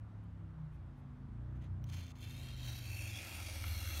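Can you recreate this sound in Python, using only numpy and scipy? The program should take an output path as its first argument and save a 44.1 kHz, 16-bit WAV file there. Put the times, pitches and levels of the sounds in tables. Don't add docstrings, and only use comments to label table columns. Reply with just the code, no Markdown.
import sys
import numpy as np
from scipy import signal
from scipy.fft import rfft, irfft
from scipy.io import wavfile
from scipy.ndimage import uniform_filter1d

SR = 44100
rng = np.random.default_rng(int(sys.argv[2]) if len(sys.argv) > 2 else 0)


def volts_from_db(level):
    exponent = np.asarray(level, float) / 20
    return 10 ** exponent


def wav_out(sig):
    wavfile.write(sys.argv[1], SR, np.round(np.clip(np.atleast_2d(sig).T, -1, 1) * 32767).astype(np.int16))


N = 176400

# f/Hz, density/dB per Hz
WASH_SPECTRUM = [(12, -36.5), (20, -16), (60, 3.5), (116, -1), (177, -8), (388, -23.5), (976, -22.5),
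                 (1330, -24), (2750, -39), (3440, -41), (4940, -48.5), (12800, -59), (16000, -77.5)]
# t/s, level/dB over WASH_DB
WASH_SWELL = [(0, 2), (2.5, 2.5), (4, 0.5)]
WASH_DB, WASH_PATCH_DB = -57, 1

# t/s, f/Hz
FIRING_RATE = [(0, 35.8), (.27, 34.4), (.44, 32.7), (.64, 31), (1, 27.7), (1.22, 26.8), (1.41, 29.5),
               (1.55, 31.5), (1.8, 30.1), (2.12, 28.1), (2.45, 26), (2.98, 22.3), (3.24, 21), (3.6, 19.8),
               (3.84, 19.3), (4, 18.6)]
# t/s, rms level/dB of orders 2, 3, 4, 5
STRONG_ORDERS = [(0, -69, -48.5, -72, -67), (.27, -61, -54, -68, -59), (.45, -53, -52.5, -66, -56.5),
                 (.64, -56, -64.5, -56, -52), (.83, -57, -51.5, -55.5, -63), (1.05, -57, -70.5, -62, -54),
                 (1.26, -63.5, -67, -63, -58.5), (1.41, -49, -51, -47, -66), (1.65, -52, -50.5, -49, -55.5),
                 (1.9, -54.5, -44, -50.5, -54.5), (2.1, -62, -55, -54, -60), (2.4, -61, -54, -57, -54.5),
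                 (2.69, -51.5, -55, -63, -46.5), (2.87, -62, -56, -50, -50.5),
                 (3.0, -59, -57, -48.5, -46.5), (3.24, -79, -76, -55, -57.5), (3.5, -63, -52, -46.5, -51),
                 (3.75, -60, -53.5, -45.5, -47.5), (4, -70, -65, -48, -52)]
# t/s, rms level/dB of 7, of 9
UPPER_ORDERS = [(0, -76, -82), (.25, -66.5, -76), (.55, -76, -88), (.85, -69.5, -68), (1.1, -65.5, -60),
                (1.3, -60, -61), (1.5, -67, -76), (1.8, -59, -68), (2.15, -69, -62.5), (2.4, -77, -64),
                (3, -78, -72.5), (4, -90, -85)]
# f/Hz, level/dB
EXHAUST_SPECTRUM = [(15, -92.5), (40, -68.5), (130, -73.5), (170, -69.5), (200, -70.5), (245, -69.5),
                    (290, -73), (330, -76), (380, -81), (450, -89.5)]
# t/s, level/dB added to the spectrum
EXHAUST_LEVEL = [(0, -4), (.8, -3.5), (1.1, -5), (1.5, 4.5), (2.2, -2), (2.8, -2), (4, -6)]
THROB_DB, THROB_RAD, THROB_S = 2.5, 0.25, 0.07
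WAVER_DB, WAVER_S = 4.5, 0.1
BLUR_RAD, BLUR_S = 0.08, 0.07

# t/s, length/s, dull level/dB, thin bright level/dB
BRUSHES = [(.239, 0.0027, -91, -79), (0.715, 0.058, -82, -90), (0.968, 0.044, -89, -89),
           (1.553, 0.027, -78, -92), (1.617, 0.011, -78, -87), (1.639, 0.01, -76, -85),
           (1.606, 0.075, -73, -99)]
# f/Hz, density/dB per Hz
DULL_BRUSH_SPECTRUM = [(1180, -25), (2000, -2), (3430, -6), (5450, -22), (6190, -13), (13000, -45),
                       (15000, -34.5)]
# f/Hz, density/dB per Hz
BRIGHT_BRUSH_SPECTRUM = [(4000, -26), (6500, -3), (9500, 10), (14000, 6), (16000, -26)]
# t/s, level/dB
LANDINGS = [(1.8412, -51), (2.156, -61)]
# f/Hz, density/dB per Hz
TICK_SPECTRUM = [(1500, -13), (2800, 12), (4200, -7), (6300, 3), (9000, -19), (15500, -2)]
# t/s, level/dB
KNOCKS = [(3.64, -39)]
LANDING_T60_S, KNOCK_T60_S = 0.011, 0.023

# t/s, level/dB
STROKE_LEVEL = [(1.86, -80), (1.9, -60.5), (1.91, -67), (1.94, -52.5), (1.96, -60.5), (1.97, -54),
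                (2.08, -65.5), (2.12, -64.5), (2.128, -91), (2.15, -86), (2.158, -69.5), (2.18, -68.5),
                (2.2, -64.5), (2.25, -58), (2.26, -61.5), (2.47, -58), (2.56, -61), (2.69, -53),
                (2.82, -58), (2.94, -54.5), (2.97, -54.5), (3.21, -52.5), (3.46, -52.5), (3.47, -50.5),
                (3.52, -53), (4.0, -52.5)]
# t/s, level/dB over the stroke of board, upper, treble, bright
GROUP_LEVEL = [(1.9, -38, -11, -24, -27), (2.1, -17, -10, -33, -28), (2.3, -22, -15, -9.5, -12.5),
               (2.55, -32, -24, -18.5, -24), (2.65, -19, -5.5, -16.5, -14), (3.0, -31, -15, -5, -10.5),
               (3.15, -12, -10.5, -11.5, -22), (3.3, -13.5, -25, -10.5, -12.5), (3.55, -16, -6, -8, -20),
               (3.7, -10, -13, -7, -6), (4, -7.5, -6.5, -14, -8)]
# f/Hz, width/Hz, level/dB within group
BOARD_RINGS = [(510, 45, 3.5), (800, 140, 10), (1297, 124, 18.5), (2200, 98, 19)]
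# f/Hz, width/Hz, level/dB within group
UPPER_RINGS = [(5830, 200, -5), (6400, 170, 3)]
# f/Hz, width/Hz, level/dB within group
TREBLE_RINGS = [(7000, 746, 0.5), (9140, 170, -17), (8860, 900, -4.5), (9540, 1300, -2.5),
                (11700, 1900, -19.5)]
# f/Hz, width/Hz, level/dB within group
BRIGHT_RINGS = [(11850, 540, 11), (12800, 350, 2.7)]
# f/Hz, width/Hz, level/dB within group
AIR_RING = [(15400, 6500, 0)]
# t/s, level/dB over the stroke
AIR_LEVEL = [(1.9, -18), (2.3, -21), (2.55, -19), (2.7, -21), (3.2, -20), (3.6, -29), (4, -8)]
# f/Hz, width/Hz of each of two passes, level/dB within group
THRUM_RING = [(320.4, 53, 0)]
# f/Hz, density/dB per Hz
RASP_SPECTRUM = [(240, -63), (400, -31), (536, 0.5), (1090, -9.5), (2320, 0), (5690, -4.5), (7630, -16),
                 (11800, -22), (16000, -54)]
RASP_DB, THRUM_DB = -2, -14
# t/s, f/Hz, level/dB over the stroke
MOVING_RINGS = [
    [(1.9, 2400, -26), (2.25, 2350, -13), (2.6, 2360, -35), (2.95, 2410, -5), (3.3, 2510, -5.5),
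     (3.6, 2280, -10), (4, 2270, -28)],
    [(1.9, 2790, -23), (2.25, 2680, -5), (2.5, 2760, -11.5), (2.7, 2680, -14.5), (3.0, 2620, 2),
     (3.3, 2710, -15), (3.5, 2770, -17), (3.8, 2760, -9), (4, 2680, -3.5)],
    [(1.9, 3160, -10), (2.5, 3176, -6.5), (2.8, 3170, -13), (3.0, 3120, -10), (3.08, 3300, -15),
     (3.09, 3580, -10), (3.14, 3280, -7), (3.185, 3470, -3.5), (3.2, 3320, -15), (3.6, 3320, -15),
     (4, 3370, -5)],
    [(1.9, 3500, -14), (2.25, 3480, -7), (2.4, 3760, -8), (2.7, 3880, -1), (2.85, 3980, -8),
     (3.05, 3820, -28), (3.3, 3780, -26), (4, 3830, -8.5)],
    [(1.9, 4230, -20), (2.55, 4150, -6), (2.72, 4370, -8), (2.85, 4430, -5), (3.1, 4500, -13),
     (3.125, 4460, -32), (3.19, 4500, -30), (3.21, 4500, -25), (3.4, 4720, -15), (3.66, 4260, -19),
     (3.76, 4140, -3.5), (4, 4210, -9)],
]
MOVING_WIDTHS = [380, 210, 240, 290, 400]
# width/Hz, track of t/s, f/Hz, depth/0-1
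TABLE_DIPS = [(356, [(1.9, 5730, 1), (2.3, 5760, 1), (2.45, 5300, 0.4), (2.8, 5140, 0.02), (3.0, 4940, 1),
              (3.1, 4730, 0.9), (3.125, 4400, 1), (3.185, 4200, 1), (3.2, 4220, 0), (3.4, 4050, 0.4),
              (3.6, 4730, 0), (3.78, 4800, 0.6), (4, 5100, 0.5)]), (304, [(1.9, 5030, 0.3),
              (2.3, 5250, 0.5), (2.4, 6000, 0.7), (2.5, 6560, 1), (3.05, 6150, 0.6), (3.2, 6100, 0.46),
              (3.65, 6450, 1), (3.75, 6400, 0.6), (4, 6860, 0.8)]), (710, [(1.9, 7800, 0.29),
              (2.15, 8300, 0.9), (2.5, 8900, 0.48), (2.9, 7740, 0.7), (3.3, 8100, 0.1), (3.7, 6900, 1),
              (4, 7800, 0)]), (202, [(1.9, 1180, 1), (2.6, 1220, 0.9), (3.05, 1230, 1), (3.5, 1130, 0.27),
              (4, 1050, 0.5)]), (300, [(2.95, 3800, 0.3), (3.05, 3950, 0.7), (3.11, 4000, .8),
              (3.12, 4000, 0.1)])]
# f/Hz, rms depth/dB
GRAIN_PATCHES = [(300, 1.0), (6000, 1.0), (8000, 1.8), (16000, 1.8)]
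# t/s, rms depth/dB
CHATTER_DEPTH = [(1.9, 2.5), (2.55, 2.5), (2.75, 1.2), (4, 1.0)]
CHATTER_S, CHATTER_HZ = 0.003, 3000
SLIPS_PER_S, SLIP_SPREAD_DB = 14000, -0.5
JUDDER_DB, JUDDER_S = 0.1, 0.014
WOBBLE_SHARE, WOBBLE_S = 0.007, 0.015

EDGE_HZ = 15780


def evened(x):
    return x / np.sqrt(np.mean(x ** 2) + 1e-20)


def curve(rows, column=1):
    rows = np.array(rows)
    return np.interp(np.arange(N) / SR, rows[:, 0], rows[:, column])


def colour(x, spectrum):
    f_hz, db = np.transpose(spectrum)
    bin_hz = np.fft.rfftfreq(len(x), 1 / SR)
    gain = volts_from_db(np.interp(np.log(bin_hz + 1), np.log(f_hz + 1), db))
    return evened(irfft(rfft(x) * gain, len(x)))


def drift(window_s):
    size = max(int(window_s * SR), 2)
    return evened(uniform_filter1d(uniform_filter1d(rng.standard_normal(N), size), size))


def patchy(x, depth_db, bins, frames):
    z = signal.stft(x, nperseg=1024, noverlap=768)[2]
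    patches = rng.standard_normal(z.shape)
    for _ in range(2):
        patches = uniform_filter1d(patches, bins, 0)
        patches = uniform_filter1d(patches, frames, 1)
    z = z * volts_from_db(depth_db * evened(patches))
    return signal.istft(z, nperseg=1024, noverlap=768)[1][:N]


def resonate(x, hz, width_hz):
    turn = np.exp(2j * np.pi * np.cumsum(hz * np.ones(len(x))) / SR)
    r = np.exp(-np.pi * width_hz / SR)
    return 2 * (turn * signal.lfilter([1 - r], [1, -r], x / turn)).real


def rings(x, table):
    return evened(sum(volts_from_db(db) * resonate(x, hz, width_hz) for hz, width_hz, db in table))


def decays(hits, t60_s):
    t = np.arange(N) / SR
    return sum((t >= s) * volts_from_db(db - 60 * np.maximum(t - s, 0) / t60_s) for s, db in hits)


def wash():
    noise = colour(rng.standard_normal(N), WASH_SPECTRUM)
    noise = evened(patchy(noise, WASH_PATCH_DB, bins=8, frames=10))
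    return volts_from_db(WASH_DB + curve(WASH_SWELL)) * noise


def engine():
    firing_hz = curve(FIRING_RATE)
    phase = 2 * np.pi * np.cumsum(firing_hz) / SR
    blurred = phase + BLUR_RAD * drift(BLUR_S)
    out = np.zeros(N)
    for k in range(2, 6):
        level_db = curve(STRONG_ORDERS, column=k - 1) + THROB_DB * drift(THROB_S)
        slip = 2 * np.pi * rng.random() + THROB_RAD * drift(THROB_S)
        out += volts_from_db(level_db) * np.cos(k * phase + slip)
    for column, k in ((1, 7), (2, 9)):
        out += volts_from_db(curve(UPPER_ORDERS, column)) * np.cos(k * blurred)
    f_hz, db = np.transpose(EXHAUST_SPECTRUM)
    for k in [1, 6, 8, *range(10, 22)]:
        level_db = np.interp(k * firing_hz, f_hz, db) + curve(EXHAUST_LEVEL)
        level_db += WAVER_DB * drift(WAVER_S)
        out += volts_from_db(level_db) * np.cos(k * blurred + 2 * np.pi * rng.random())
    return np.sqrt(2) * out


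def brushes():
    t = np.arange(N) / SR
    dull, bright = np.zeros(N), np.zeros(N)
    for s, length_s, dull_db, bright_db in BRUSHES:
        hump = np.sin(np.pi * np.clip((t - s) / length_s, 0, 1)) ** 0.5
        dull += volts_from_db(dull_db) * hump
        bright += volts_from_db(bright_db) * hump
    dull_noise = colour(rng.standard_normal(N), DULL_BRUSH_SPECTRUM)
    bright_noise = colour(rng.standard_normal(N), BRIGHT_BRUSH_SPECTRUM)
    return dull * dull_noise + bright * bright_noise


def landing():
    return decays(LANDINGS, LANDING_T60_S) * colour(rng.standard_normal(N), TICK_SPECTRUM)


def knock():
    return decays(KNOCKS, KNOCK_T60_S) * rings(rng.standard_normal(N), BOARD_RINGS[2:])


def fixed_rings(slips):
    out = volts_from_db(curve(AIR_LEVEL)) * rings(slips, AIR_RING)
    out += volts_from_db(THRUM_DB) * rings(rings(slips, THRUM_RING), THRUM_RING)
    groups = (BOARD_RINGS, UPPER_RINGS, TREBLE_RINGS, BRIGHT_RINGS)
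    for column, table in enumerate(groups, start=1):
        out += volts_from_db(curve(GROUP_LEVEL, column)) * rings(slips, table)
    return out


def moving_rings(slips):
    out = np.zeros(N)
    for width_hz, track in zip(MOVING_WIDTHS, MOVING_RINGS):
        hz = curve(track) * (1 + WOBBLE_SHARE * drift(WOBBLE_S))
        ring = resonate(resonate(slips, hz, width_hz), hz, width_hz)
        out += volts_from_db(curve(track, column=2)) * evened(ring)
    return out


def table_dips(x):
    for width_hz, track in TABLE_DIPS:
        depth = np.clip(curve(track, column=2), 0, 1)
        x = x - depth * resonate(x, curve(track), width_hz)
    return x


def body(slips):
    rasp = volts_from_db(RASP_DB) * colour(slips, RASP_SPECTRUM)
    out = table_dips(rasp + fixed_rings(slips) + moving_rings(slips))
    bin_hz = np.fft.rfftfreq(1024, 1 / SR)
    depth_db = np.interp(bin_hz, *np.transpose(GRAIN_PATCHES))
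    return patchy(out, depth_db[:, None], bins=12, frames=10)


def scrape():
    happens = rng.random(N) < SLIPS_PER_S / SR
    size_db = SLIP_SPREAD_DB * np.minimum(rng.exponential(1, N), 4)
    sound = body(rng.standard_normal(N) * happens * volts_from_db(size_db))
    low_pass = signal.butter(2, CHATTER_HZ, fs=SR, output="sos")
    low = signal.sosfiltfilt(low_pass, sound)
    sound = low + (sound - low) * volts_from_db(curve(CHATTER_DEPTH) * drift(CHATTER_S))
    fade_in = np.clip((np.arange(N) / SR - STROKE_LEVEL[0][0]) / 0.0067 + 1, 0, 1)
    return fade_in * volts_from_db(curve(STROKE_LEVEL) + JUDDER_DB * drift(JUDDER_S)) * sound


def scene():
    return (wash() + engine() + brushes() + landing() + knock() + scrape())[None]


def top_cut(x):
    return signal.sosfilt(signal.butter(12, 16850, fs=SR, output="sos"), x)


def record(dry):
    taps = signal.firwin(1023, EDGE_HZ, window=("kaiser", 9), fs=SR)
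    mix = signal.oaconvolve(dry, taps[None], "same")
    return top_cut(mix)


dry = scene()
out = record(dry)
wav_out(out)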